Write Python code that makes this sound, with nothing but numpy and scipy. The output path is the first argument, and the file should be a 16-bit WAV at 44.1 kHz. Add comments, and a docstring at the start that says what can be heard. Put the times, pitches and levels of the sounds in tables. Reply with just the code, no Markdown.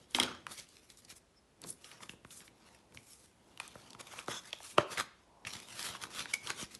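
"""Stiff paper envelopes handled on a desk close to a phone, in a quiet small room. Strokes of skin and sheets
are patchy noise and fibre slips through the resonances of paper and air pocket. Creases snap and nails tap as
short noise bursts that ring the sheet; an edge drags, and skin and paper squeak. One envelope lands flat, a
plastic pen drops and bounces, and palms bump the desk, all struck resonances. Behind lie a short room answer, a
far airy swell and steady room tone, all shaped noise."""
import sys
import numpy as np
from scipy import signal
from scipy.fft import rfft, irfft, next_fast_len
from scipy.io import wavfile
from scipy.ndimage import uniform_filter1d, map_coordinates

SR = 44100
rng = np.random.default_rng(int(sys.argv[2]) if len(sys.argv) > 2 else 0)


def bounce(signal):
    """Save signal as a 16-bit WAV file at the path given by the first command-line argument."""
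    frames = np.transpose(np.atleast_2d(signal))
    limited = np.clip(frames, -1, 1)
    pcm = np.round(limited * 32767).astype(np.int16)
    wavfile.write(sys.argv[1], SR, pcm)


def amplitude_ratio(level_db):
    """Convert a level in decibels to the matching linear amplitude (field) ratio."""
    exponent = np.asarray(level_db, float) / 20
    return 10 ** exponent


N = 299439  # length in samples


def unit(x):
    """Scaled to rms 1."""
    return x / np.sqrt(np.mean(x ** 2) + 1e-20)


def peaked(x):
    """Scaled to peak 1."""
    return x / np.abs(x).max()


def noise():
    """White noise as long as the scene."""
    return rng.standard_normal(N)


def along(points, hz):
    """(f/Hz, value) points read on a log frequency axis."""
    f, value = np.transpose(points)
    return np.interp(np.log(hz + 1), np.log(f + 1), value)


def over_time(rows):
    """(t/s, value) points, one value per sample."""
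    return np.interp(np.arange(N) / SR, *np.transpose(rows))


def filtered(x, response):
    """x times a complex response of frequency."""
    m = next_fast_len(len(x) + 8192)  # room for the ringing
    return irfft(rfft(x, m) * response(np.fft.rfftfreq(m, 1 / SR)), m)[:len(x)]


def resonances(modes):
    """Causal response of modes (f/Hz, width/Hz, level/dB), each opposite in sign to the one before."""
    def response(f):
        total = 0
        for k, (centre, width, db) in enumerate(modes):
            mode = 1j * f * width / (centre * centre - f * f + 1j * f * width)
            total = total + (-1) ** k * amplitude_ratio(db) * mode
        return total
    return response


def wobble(rate):
    """A smooth random curve, rate knots a second."""
    knots = rng.standard_normal(int(N * rate / SR) + 4)
    return map_coordinates(knots, [np.arange(N) * rate / SR])


def add(track, s, sound):
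    """Mixes a short sound into a track, starting at s seconds."""
    track[round(s * SR):][:len(sound)] += sound


def burst(length, rise):
    """Noise that swells over rise seconds while it dies 60 dB every length seconds."""
    t = np.arange(SR // 5) / SR
    return rng.standard_normal(len(t)) * amplitude_ratio(-60 * t / length) * (1 - np.exp(-(t / rise) ** 2))


def jolts(length, rise):
    """A blow as one-way contact force that chatters as it dies."""
    return np.abs(burst(length, rise))


def push(length):
    """A smooth one-way contact force, length in seconds."""
    return np.pad(np.hanning(max(round(length * SR), 3)), (0, SR // 5))[:SR // 5]


def crack(strike):
    """The bright edge of a hit: two broad treble resonances, scaled to peak 1."""
    return peaked(filtered(strike, resonances([(4500, 5000, -0.5), (10800, 4300, 0)])))


def bent(x):
    """Bending waves carry the bass more slowly, so a knock through sheet and desk glides downwards."""
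    lag_cycles = 1.089  # well above 40 Hz each tone arrives this many of its own cycles late
    return filtered(x, lambda f: np.exp(-2j * np.pi * lag_cycles * np.log(1 + f / 40)))


# Strokes of skin and sheets, and the pen's rattle, before the flutter of the grip:
# (t/s of the peak, rise/s, fall/s, fingertip hiss level/dB, sheet scrape level/dB)
STROKE_ROWS = [(.01, .1, 0.12, -66.5, -67), (0.121, 0.044, 0.074, -60, -61.5),
               (0.153, 0.013, 0.051, -35.5, -39), (0.201, 0.025, 0.091, -46, -38.5),
               (.25, .08, 0.17, -62, -50), (0.518, 0.049, 0.065, -45.5, -48.5),
               (.587, 0.046, 0.073, -48.5, -50), (.75, 0.2, 0.14, -64, -65.5), (.845, .04, 0.057, -61, -64),
               (.9, 0.019, 0.077, -55.5, -61.5), (.986, 0.032, 0.041, -52.5, -64.5),
               (1.05, 0.048, .03, -67, -66.5), (1.112, 0.043, 0.038, -51, -53.5),
               (1.169, 0.047, 0.033, -54.5, -65), (1.635, 0.032, 0.068, -68, -58.5),
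               (1.69, 0.051, 0.058, -42, -64), (1.87, 0.13, 0.11, -55.5, -62.5),
               (1.928, 0.053, 0.12, -64.5, -60.5), (2.031, 0.038, 0.066, -52.5, -55),
               (2.096, 0.013, 0.063, -50.5, -62), (2.32, 0.037, 0.086, -48, -62),
               (2.385, 0.12, .06, -49.5, -68), (2.42, 0.053, 0.063, -63, -59),
               (2.458, 0.042, 0.053, -55.5, -70), (2.68, 0.22, 0.19, -66.5, -64.5),
               (2.76, .05, 0.1, -72, -68), (2.955, 0.041, 0.15, -59, -68.5), (3.12, 0.19, 0.2, -55.5, -69),
               (3.25, 0.14, .1, -62.5, -71), (3.48, 0.16, .15, -77, -77.5), (3.61, .02, 0.2, -59, -57),
               (3.85, 0.59, 0.23, -63, -63), (4.009, 0.019, 0.012, -46, -46),
               (4.194, 0.26, 0.079, -52, -52.5), (4.3, 0.038, 0.12, -46.5, -48),
               (4.37, 0.16, 0.065, -51.5, -53.5), (4.48, 0.11, 0.055, -54.5, -56),
               (4.533, 0.024, 0.089, -60, -52.5), (4.635, 0.064, 0.2, -51.5, -54.5),
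               (4.72, 0.16, 0.056, -48, -58), (4.783, .015, 0.065, -53.5, -41.5),
               (4.929, 0.049, 0.052, -43, -45), (5.0, 0.064, 0.04, -41, -39.5), (5.2, .1, 0.13, -85, -73.5),
               (5.47, 0.016, 0.12, -50, -47), (5.535, 0.067, 0.19, -51, -50),
               (5.867, .27, 0.096, -41, -42.5), (5.955, 0.073, 0.041, -53, -50.5),
               (6.038, 0.075, 0.051, -48.5, -49), (6.11, .015, .06, -55, -54),
               (6.195, 0.1, 0.087, -42.5, -42), (6.31, 0.07, 0.053, -53, -51),
               (6.338, 0.011, 0.037, -38.5, -40.5), (6.467, .08, .06, -47.5, -49.5),
               (6.508, 0.054, 0.039, -46, -44.5), (6.625, 0.11, 0.047, -43, -43.5),
               (6.744, 0.079, 0.045, -52, -53)]


def strokes():
    """Hiss and scrape gains: every stroke swells to its peak and fades by one rule; powers add."""
    edge_db, roundness = 24, 1.197  # fade after one rise or fall; roundness 1 = pointed, more = rounder
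    t, power = np.arange(N) / SR, np.zeros((2, N))
    for s, rise, fall, hiss_db, scrape_db in STROKE_ROWS:
        near = slice(max(round((s - 2 * rise) * SR), 0), round((s + 2 * fall) * SR))
        away = np.where(t[near] < s, (s - t[near]) / rise, (t[near] - s) / fall)
        level_db = [[hiss_db], [scrape_db]] - edge_db * away ** roundness
        power[:, near] += amplitude_ratio(level_db) ** 2
    return np.sqrt(power)


def fibre_slips():
    """Sparse random clicks, about 450 a second, as fibres let go with uneven force."""
    happens = rng.random(N) < 450 / SR
    force = amplitude_ratio(4 * rng.exponential(size=N).clip(0, 3))  # up to 12 dB stronger than the weakest
    return unit(happens * force * noise())


def friction(grains, share, patchy_db):
    """Noise plus a share of fibre slips; as the sheet flexes, narrow bands swell and fade."""
    z = signal.stft(noise() + share * grains, nperseg=256)[2]
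    across_bands = uniform_filter1d(rng.standard_normal(z.shape), size=2, axis=0)
    field = uniform_filter1d(across_bands, size=16, axis=1)
    return signal.istft(z * amplitude_ratio(patchy_db * unit(field)), nperseg=256)[1][:N]


# Spectrum of fingertips on paper, only its shape counts: (f/Hz, level/dB per Hz)
SKIN_TONE = [(3000, -25.5), (5000, -8), (7000, -6.5), (9500, -5), (11500, -5)]


def fingertips(grains):
    """Skin on paper: friction shaped into a treble hiss."""
    rub = friction(grains, share=0.44, patchy_db=2.5)
    return unit(filtered(rub, lambda f: amplitude_ratio(along(SKIN_TONE, f))))


# Resonances of a sheet: (f/Hz, width/Hz, level/dB)
SHEET_MODES = [(1930, 650, 5), (2600, 970, 6.5), (3500, 970, 5.5), (4570, 720, 5), (5340, 1170, 4),
               (6550, 1760, 1)]


def sheets(grains):
    """Sheet on sheet: friction rings the paper, and a thin sheet radiates little bass."""
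    rub = friction(grains, share=0.6, patchy_db=4.0)
    radiation = resonances([(3600, 5000, 0)])
    return unit(filtered(rub, lambda f: resonances(SHEET_MODES)(f) * radiation(f)))


# Resonances of the envelope's air pocket: (f/Hz, width/Hz, level/dB)
POCKET_MODES = [(542, 266, 0), (937, 94, 4.5), (1177, 260, 6.5), (1616, 910, 0)]


def air_pocket(grains):
    """Friction on the paper walls booms in the enclosed air."""
    return unit(filtered(friction(grains, share=0.51, patchy_db=3.0), resonances(POCKET_MODES)))


# Weight of the hands on the desk, before its slow lumps: (t/s, rumble level/dB)
HAND_WEIGHT = [(0, -59.5), (.13, -70), (.2, -47.5), (.45, -63.5), (.52, -65.5), (.7, -67), (1.55, -73),
               (1.65, -52), (1.8, -67.5), (2.1, -64), (2.85, -68.5), (2.96, -61.5), (3.1, -71), (4.0, -63),
               (4.7, -71), (4.79, -54), (4.92, -75), (5.01, -56), (5.15, -72), (5.43, -65), (5.5, -61.5),
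               (6.79, -62)]


def desk_rumble(boom_gain):
    """The hands' weight and the strokes shake the desk's low resonances in slow lumps."""
    desk = resonances([(93, 50.0, -0.5), (219, 124, -1.0), (364, 270, -5.5)])
    rumble = unit(filtered(noise(), desk))
    shaken = amplitude_ratio(-7.5) * boom_gain  # strokes shake the desk 7.5 dB under the pocket
    return amplitude_ratio(1.5 * wobble(25)) * np.hypot(amplitude_ratio(over_time(HAND_WEIGHT)), shaken) * rumble


# How much the air pocket joins the scrape: (t/s, level/dB over the scrape)
POCKET_SHARE = [(0, -12), (.19, -0.5), (.24, 4.5), (.35, 6.5), (.47, 8), (.55, -11.5), (1.2, -5.5),
                (1.7, -5), (1.9, 1), (2.4, -3.5), (3.1, -5.5), (3.9, -4), (4.29, 1), (4.4, 1), (4.7, -11.5),
                (4.8, 8), (4.87, 0), (5.0, 0.5), (5.8, -9.5), (5.95, -1.5), (6.3, -7.5), (6.51, 0),
                (6.7, -9.5)]


def rubbing():
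    """Strokes drive hiss, sheet, pocket and desk; paper layers share fibre slips and grip flutter."""
    hiss_gain, scrape_gain = strokes()
    boom_gain = scrape_gain * amplitude_ratio(over_time(POCKET_SHARE))
    flutter_db = 1.3 * wobble(60) + 1.3 * wobble(220)
    grains = fibre_slips()
    paper = hiss_gain * fingertips(grains)
    paper += scrape_gain * sheets(grains)
    paper += boom_gain * air_pocket(grains)
    return amplitude_ratio(flutter_db) * paper + desk_rumble(boom_gain)


def sheet_hit(hz, length, crack_db, knock_db):
    """A strike rings the flexed sheet at its own pitch, with a bright crack and a dull knock."""
    strike = burst(length, rise=0.032 * length)  # long hits start softly
    sheet = resonances([(hz, .3 * hz, 0), (2.6 * hz, 1.5 * hz, -10)])
    # soft contact dulls the top
    ring = filtered(strike, lambda f: sheet(f) / (1 + 1j * f / (3.17 * hz)) ** 2)
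    # a one-way push
    knock = filtered(np.abs(strike), resonances([(174, 840, -0.5), (436, 180, -13.5)]))
    return bent(peaked(ring) + amplitude_ratio(crack_db) * crack(strike) + amplitude_ratio(knock_db) * peaked(knock))


# Snaps of creases, the ring's level taken before the glide:
# (t/s of the start, ring level/dB, ring f/Hz, crack level/dB over the ring, length/s)
CREASE_SNAPS = [(.109, -44, 6860, -18.5, 0.0088), (0.466, -26, 1130, -13, 0.012),
                (.578, -35, 4500, -15, .017), (0.598, -34, 5400, -22, 0.0066), (0.688, -50, 6020, -8, .01),
                (0.901, -39.5, 3500, -25, 0.011), (0.972, -47, 6000, -31, .013),
                (1.048, -44.5, 5420, -18, 0.019), (1.1, -42.5, 4900, -18, .019),
                (1.617, -36, 9600, -8, .0087), (1.843, -35.5, 3170, -9, 0.013),
                (1.913, -39.5, 2480, -4, .025), (2.032, -35.5, 3100, -16, 0.0055),
                (2.305, -44, 3220, -7, .025), (2.477, -44.5, 2200, -17, .017),
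                (2.946, -46.5, 1430, 2, 0.011), (2.746, -52, 2500, 5, .02), (2.922, -52, 2360, -5, 0.014),
                (2.972, -35, 2230, -30, 0.0091), (3.574, -39.5, 2830, -0.5, 0.01),
                (3.599, -26.5, 2630, -2, .02), (3.6, -33, 900, -16, .012), (3.678, -36, 6870, -10, 0.0077),
                (3.904, -40, 4300, -16, 0.014), (3.931, -39.5, 3910, -28, 0.0096),
                (3.999, -42.5, 1450, -13, 0.026), (4.189, -28.5, 2640, -6, 0.0089),
                (4.261, -46, 6000, -8.5, 0.011), (4.529, -23.5, 2940, -6, 0.011),
                (4.631, -38, 8140, -19.5, .0077), (4.973, -26.5, 1800, -12, .02),
                (4.979, -26, 1820, -4.5, 0.023), (4.998, -23.5, 1640, -3, 0.017),
                (5.007, -26.5, 1360, -12, 0.016), (5.449, -31.5, 2260, -17, 0.022),
                (5.467, -29.5, 2320, -4.5, 0.045), (5.504, -42, 2500, -8, .01),
                (5.533, -34, 3570, -8, 0.03), (5.6, -39.5, 4000, -4, 0.012), (5.814, -39, 6000, -6, .008),
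                (5.827, -29.5, 5000, -10, 0.0084), (5.843, -36, 1310, -1, 0.0098),
                (5.863, -34, 1250, -4, 0.013), (5.889, -33.5, 1300, -6, 0.015),
                (5.948, -35.5, 1200, -19, 0.029), (6.025, -36, 5000, -8, 0.0088),
                (6.036, -27, 1360, -4.5, 0.016), (6.052, -41, 1330, -12, .014),
                (6.104, -45, 1300, -1, .012), (6.184, -35, 1300, -6, 0.01), (6.204, -32, 1250, -6, 0.01),
                (6.256, -28, 1220, -26, 0.0094), (6.471, -28, 3500, -12, 0.015),
                (6.498, -33.5, 1230, -10, .027), (6.502, -22, 1270, -3, 0.011),
                (6.749, -34, 4920, -12, .015)]


def snaps():
    """A crease flips over and strikes its sheet; a dull push lies 25.5 dB under every ring."""
    out = np.zeros(N + SR)
    for s, db, hz, crack_db, length in CREASE_SNAPS:
        add(out, s, amplitude_ratio(db) * sheet_hit(hz, length, crack_db, knock_db=-25.5))
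    return out[:N]


# Nails and knuckles tap the desk through the paper, the ring's level taken before the glide:
# (t/s of the start, ring level/dB, ring f/Hz, knock level/dB over the ring)
NAIL_TAPS = [(.184, -21, 875, -12), (1.122, -47.5, 1660, 1), (1.638, -35, 3900, -2),
             (1.644, -40.5, 477, -19), (2.004, -44.5, 980, -10), (2.093, -29.5, 2660, -9),
             (2.134, -51, 500, 10), (2.247, -42.5, 1080, 3.5), (2.404, -42.5, 2060, -10),
             (3.754, -39, 540, 0), (3.948, -40, 1100, -1.5), (4.136, -38, 720, -26), (4.531, -39, 700, -15),
             (4.602, -42, 670, -20), (5.551, -38, 1760, -0.5), (6.626, -33.5, 5370, 4)]


def taps():
    """A nail or knuckle strikes through the sheet for 14 ms, its crack 13.5 dB under the ring."""
    out = np.zeros(N + SR)
    for s, db, hz, knock_db in NAIL_TAPS:
        add(out, s, amplitude_ratio(db) * sheet_hit(hz, 0.014, -13.5, knock_db))
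    return out[:N]


# One stiff edge dragged over the desk: (t/s of the start, t/s of the end, level/dB)
EDGE_DRAGS = [(4.28, 4.409, -47.5)]
# What that edge rings with: (f/Hz, width/Hz, level/dB)
EDGE_MODES = [(1475, 55, 3), (3450, 140, 4), (5200, 110, -0.5), (6340, 650, -3)]


def drag():
    """Steady friction through the edge's few narrow resonances."""
    t, force = np.arange(N) / SR, np.zeros(N)
    for start, end, db in EDGE_DRAGS:
        force += amplitude_ratio(db) * np.interp(t, [start, start + 0.031, end - .025, end], [0, 1, 1, 0])
    return force * unit(filtered(noise(), resonances(EDGE_MODES)))


# Short squeaks, the first of skin on paper: (t/s of the start, tone level/dB, f/Hz, waver/Hz rms, length/s,
# fizz level/dB over the tone)
SQUEAKS = [(1.351, -65, 5200, 200, 0.055, -36), (1.699, -33.5, 10120, 1200, 0.012, -10),
           (6.334, -23.5, 2247, 40, 0.012, 4.5)]


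def squeak():
    """Stick-slip locked to one wavering pitch swells and stops, under a fizz."""
    out = np.zeros(N + SR)
    for s, db, hz, waver_hz, length, fizz_db in SQUEAKS:
        envelope = np.hanning(round(length * SR))
        waver = unit(uniform_filter1d(rng.standard_normal(SR // 5), size=40))[:len(envelope)]
        tone = np.sin(2 * np.pi * np.cumsum(hz + waver_hz * waver) / SR)
        fizz = crack(rng.standard_normal(SR // 5))[:len(envelope)]
        add(out, s, amplitude_ratio(db) * envelope * (tone + amplitude_ratio(fizz_db) * fizz))
    return out[:N]


# An envelope lands flat, the bundle's level taken before the glide: (t/s of the start,
# bundle level/dB, rise/s, length/s, sheet level/dB over the bundle, trapped air level/dB over the bundle)
LANDINGS = [(4.7795, -10.5, 0.0022, 0.01, -30, -8.5), (4.2808, -22.5, 0.0014, .007, -34, -8.5)]
# The stuffed envelope as it lands: (f/Hz, width/Hz, level/dB)
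BUNDLE_MODES = [(120, 80, -16.5), (370, 130, -2.5), (576, 76, 9.5), (1290, 220, 5.5), (1980, 360, -6),
                (2660, 640, -5)]
# Air squeezed under it: (f/Hz, width/Hz, level/dB)
TRAPPED_AIR = [(585, 47, 3), (864, 470, -6.5)]


def slap():
    """The blow rings the bundle and the air under it; the sheets crack."""
    out = np.zeros(N + SR)
    for s, db, rise, length, sheet_db, air_db in LANDINGS:
        blow = jolts(length, rise)
        bundle = filtered(blow, resonances(BUNDLE_MODES))
        sheet = filtered(blow, resonances(SHEET_MODES))
        squeeze = np.roll(push(0.00071), round(rise * SR))  # starts one rise after the blow
        air = filtered(squeeze, resonances(TRAPPED_AIR))
        hit = peaked(bundle) + amplitude_ratio(sheet_db) * peaked(sheet) + amplitude_ratio(air_db) * peaked(air)
        add(out, s, amplitude_ratio(db) * bent(hit))
    return out[:N]


# The pen landing and bouncing: (t/s of the start, barrel ring level/dB,
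# crack level/dB over the ring, desk knock level/dB over the ring)
PEN_BOUNCES = [(0.1472, -15, -14, -19), (0.1989, -14, -2.5, -18), (.227, -21.5, -7, -21),
               (0.2326, -25, 2, -9)]
# The pen's barrel: (f/Hz, width/Hz, level/dB)
BARREL_MODES = [(1250, 200, -13), (1680, 150, -15), (2120, 110, -2), (2550, 120, -4), (3220, 210, 2.5),
                (4000, 450, -7), (5190, 450, -9), (6830, 360, -29.5)]
# The desk top: (f/Hz, width/Hz, level/dB)
DESK_MODES = [(84, 4, 1), (249.8, 6.3, 5), (312, 13, -2), (368.6, 6.9, -2), (454.5, 25, -10.5),
              (553, 34, -11), (900, 91, -11), (1200, 90, -16)]


def pen():
    """Each bounce rings the plastic barrel, cracks and knocks the desk."""
    out = np.zeros(N + SR)
    for s, db, crack_db, knock_db in PEN_BOUNCES:
        ring = peaked(filtered(burst(0.021, rise=0.00022), resonances(BARREL_MODES)))
        click = crack(burst(.012, rise=0.0002))
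        knock = peaked(filtered(jolts(0.0016, rise=0.00028), resonances(DESK_MODES)))
        add(out, s, amplitude_ratio(db) * (ring + amplitude_ratio(crack_db) * click + amplitude_ratio(knock_db) * knock))
    return out[:N]


# A wrist or palm bumps the desk softly: (t/s of the start, level/dB, its peak lies 1 dB lower)
PALM_BUMPS = [(1.633, -49), (2.098, -57), (2.952, -46), (2.978, -52), (4.989, -56), (5.459, -41),
              (5.541, -52), (5.74, -51), (5.893, -41), (6.025, -49), (6.198, -45), (6.438, -46),
              (6.499, -47), (6.621, -52), (6.749, -58)]
# The desk's lowest tones under a palm: (f/Hz, width/Hz, level/dB)
PALM_MODES = [(93.5, 38, 1), (190, 58, -3.5)]


def thuds():
    """A soft push of 8 ms rings the desk's lowest tones."""
    out = np.zeros(N + SR)
    for s, db in PALM_BUMPS:
        add(out, s, amplitude_ratio(db - 1) * peaked(filtered(push(0.008), resonances(PALM_MODES))))
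    return out[:N]


# How long the room rings: (f/Hz, time to fall 60 dB/s)
ROOM_DECAY = [(100, 0.19), (500, 0.41), (4000, 0.44), (10000, 0.22)]


def room(x):
    """A noise tail of unit energy, 200 samples late; each frequency dies at its own speed."""
    hz, t, z = signal.stft(rng.standard_normal(SR // 2), SR, nperseg=256)
    decay = amplitude_ratio(-60 * t / along(ROOM_DECAY, hz)[:, None])
    tail = signal.istft(z * decay, SR, nperseg=256)[1]
    return signal.fftconvolve(np.pad(x, (200, 0)), tail / np.linalg.norm(tail))[:N]


# A far airy swell around 1 kHz: (t/s, level/dB)
FAR_SWELL = [(0, -88.5), (2.3, -88), (2.7, -69), (3.2, -85), (3.5, -72), (4.0, -66.5), (5.05, -86),
             (5.35, -67), (6.0, -65), (6.79, -78)]


def swell():
    """Smooth far noise through two resonances, closed off steeply above 1150 Hz."""
    shape = resonances([(650, 300, -5), (980, 200, 1)])
    air = filtered(noise(), lambda f: shape(f) / (1 + (f / 1150) ** 8))
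    return amplitude_ratio(over_time(FAR_SWELL)) * unit(air)


# Spectrum of the room tone, only its shape counts: (f/Hz, level/dB per Hz)
HUSH_TONE = [(15, -40.5), (25, 18), (64, 15), (154, -7), (500, -6), (1000, -10.5), (1800, -13.5),
             (3630, -16.5), (10500, -21.5), (11400, -21.5), (12300, -43.5), (16000, -69.5), (22000, -120)]


def room_tone():
    """Steady noise in the shape of the quiet room, at -64 dB rms."""
    return amplitude_ratio(-64) * unit(filtered(noise(), lambda f: amplitude_ratio(along(HUSH_TONE, f))))


def scene():
    """Hits and rubbing near the phone, the room behind, steady room tone."""
    rub = rubbing() + drag()
    hits = snaps() + taps() + squeak() + slap() + pen() + thuds()
    answer = room(amplitude_ratio(-14) * hits + amplitude_ratio(-17.0) * rub)
    return (rub + hits + answer + swell() + room_tone())[None]


def low_pass(x):
    """Removes everything above the highest recorded frequency."""
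    return signal.sosfilt(signal.butter(12, 12440, fs=SR, output="sos"), x)


def record(dry):
    """The phone's microphone drops the deep bass and the very top."""
    def microphone(f):
        return (1j * f / (1j * f + 55)) ** 4 / (1 + (f / 11800) ** 60)
    heard = filtered(dry[0], microphone)
    return low_pass(heard[None])


dry = scene()
out = record(dry)
bounce(out)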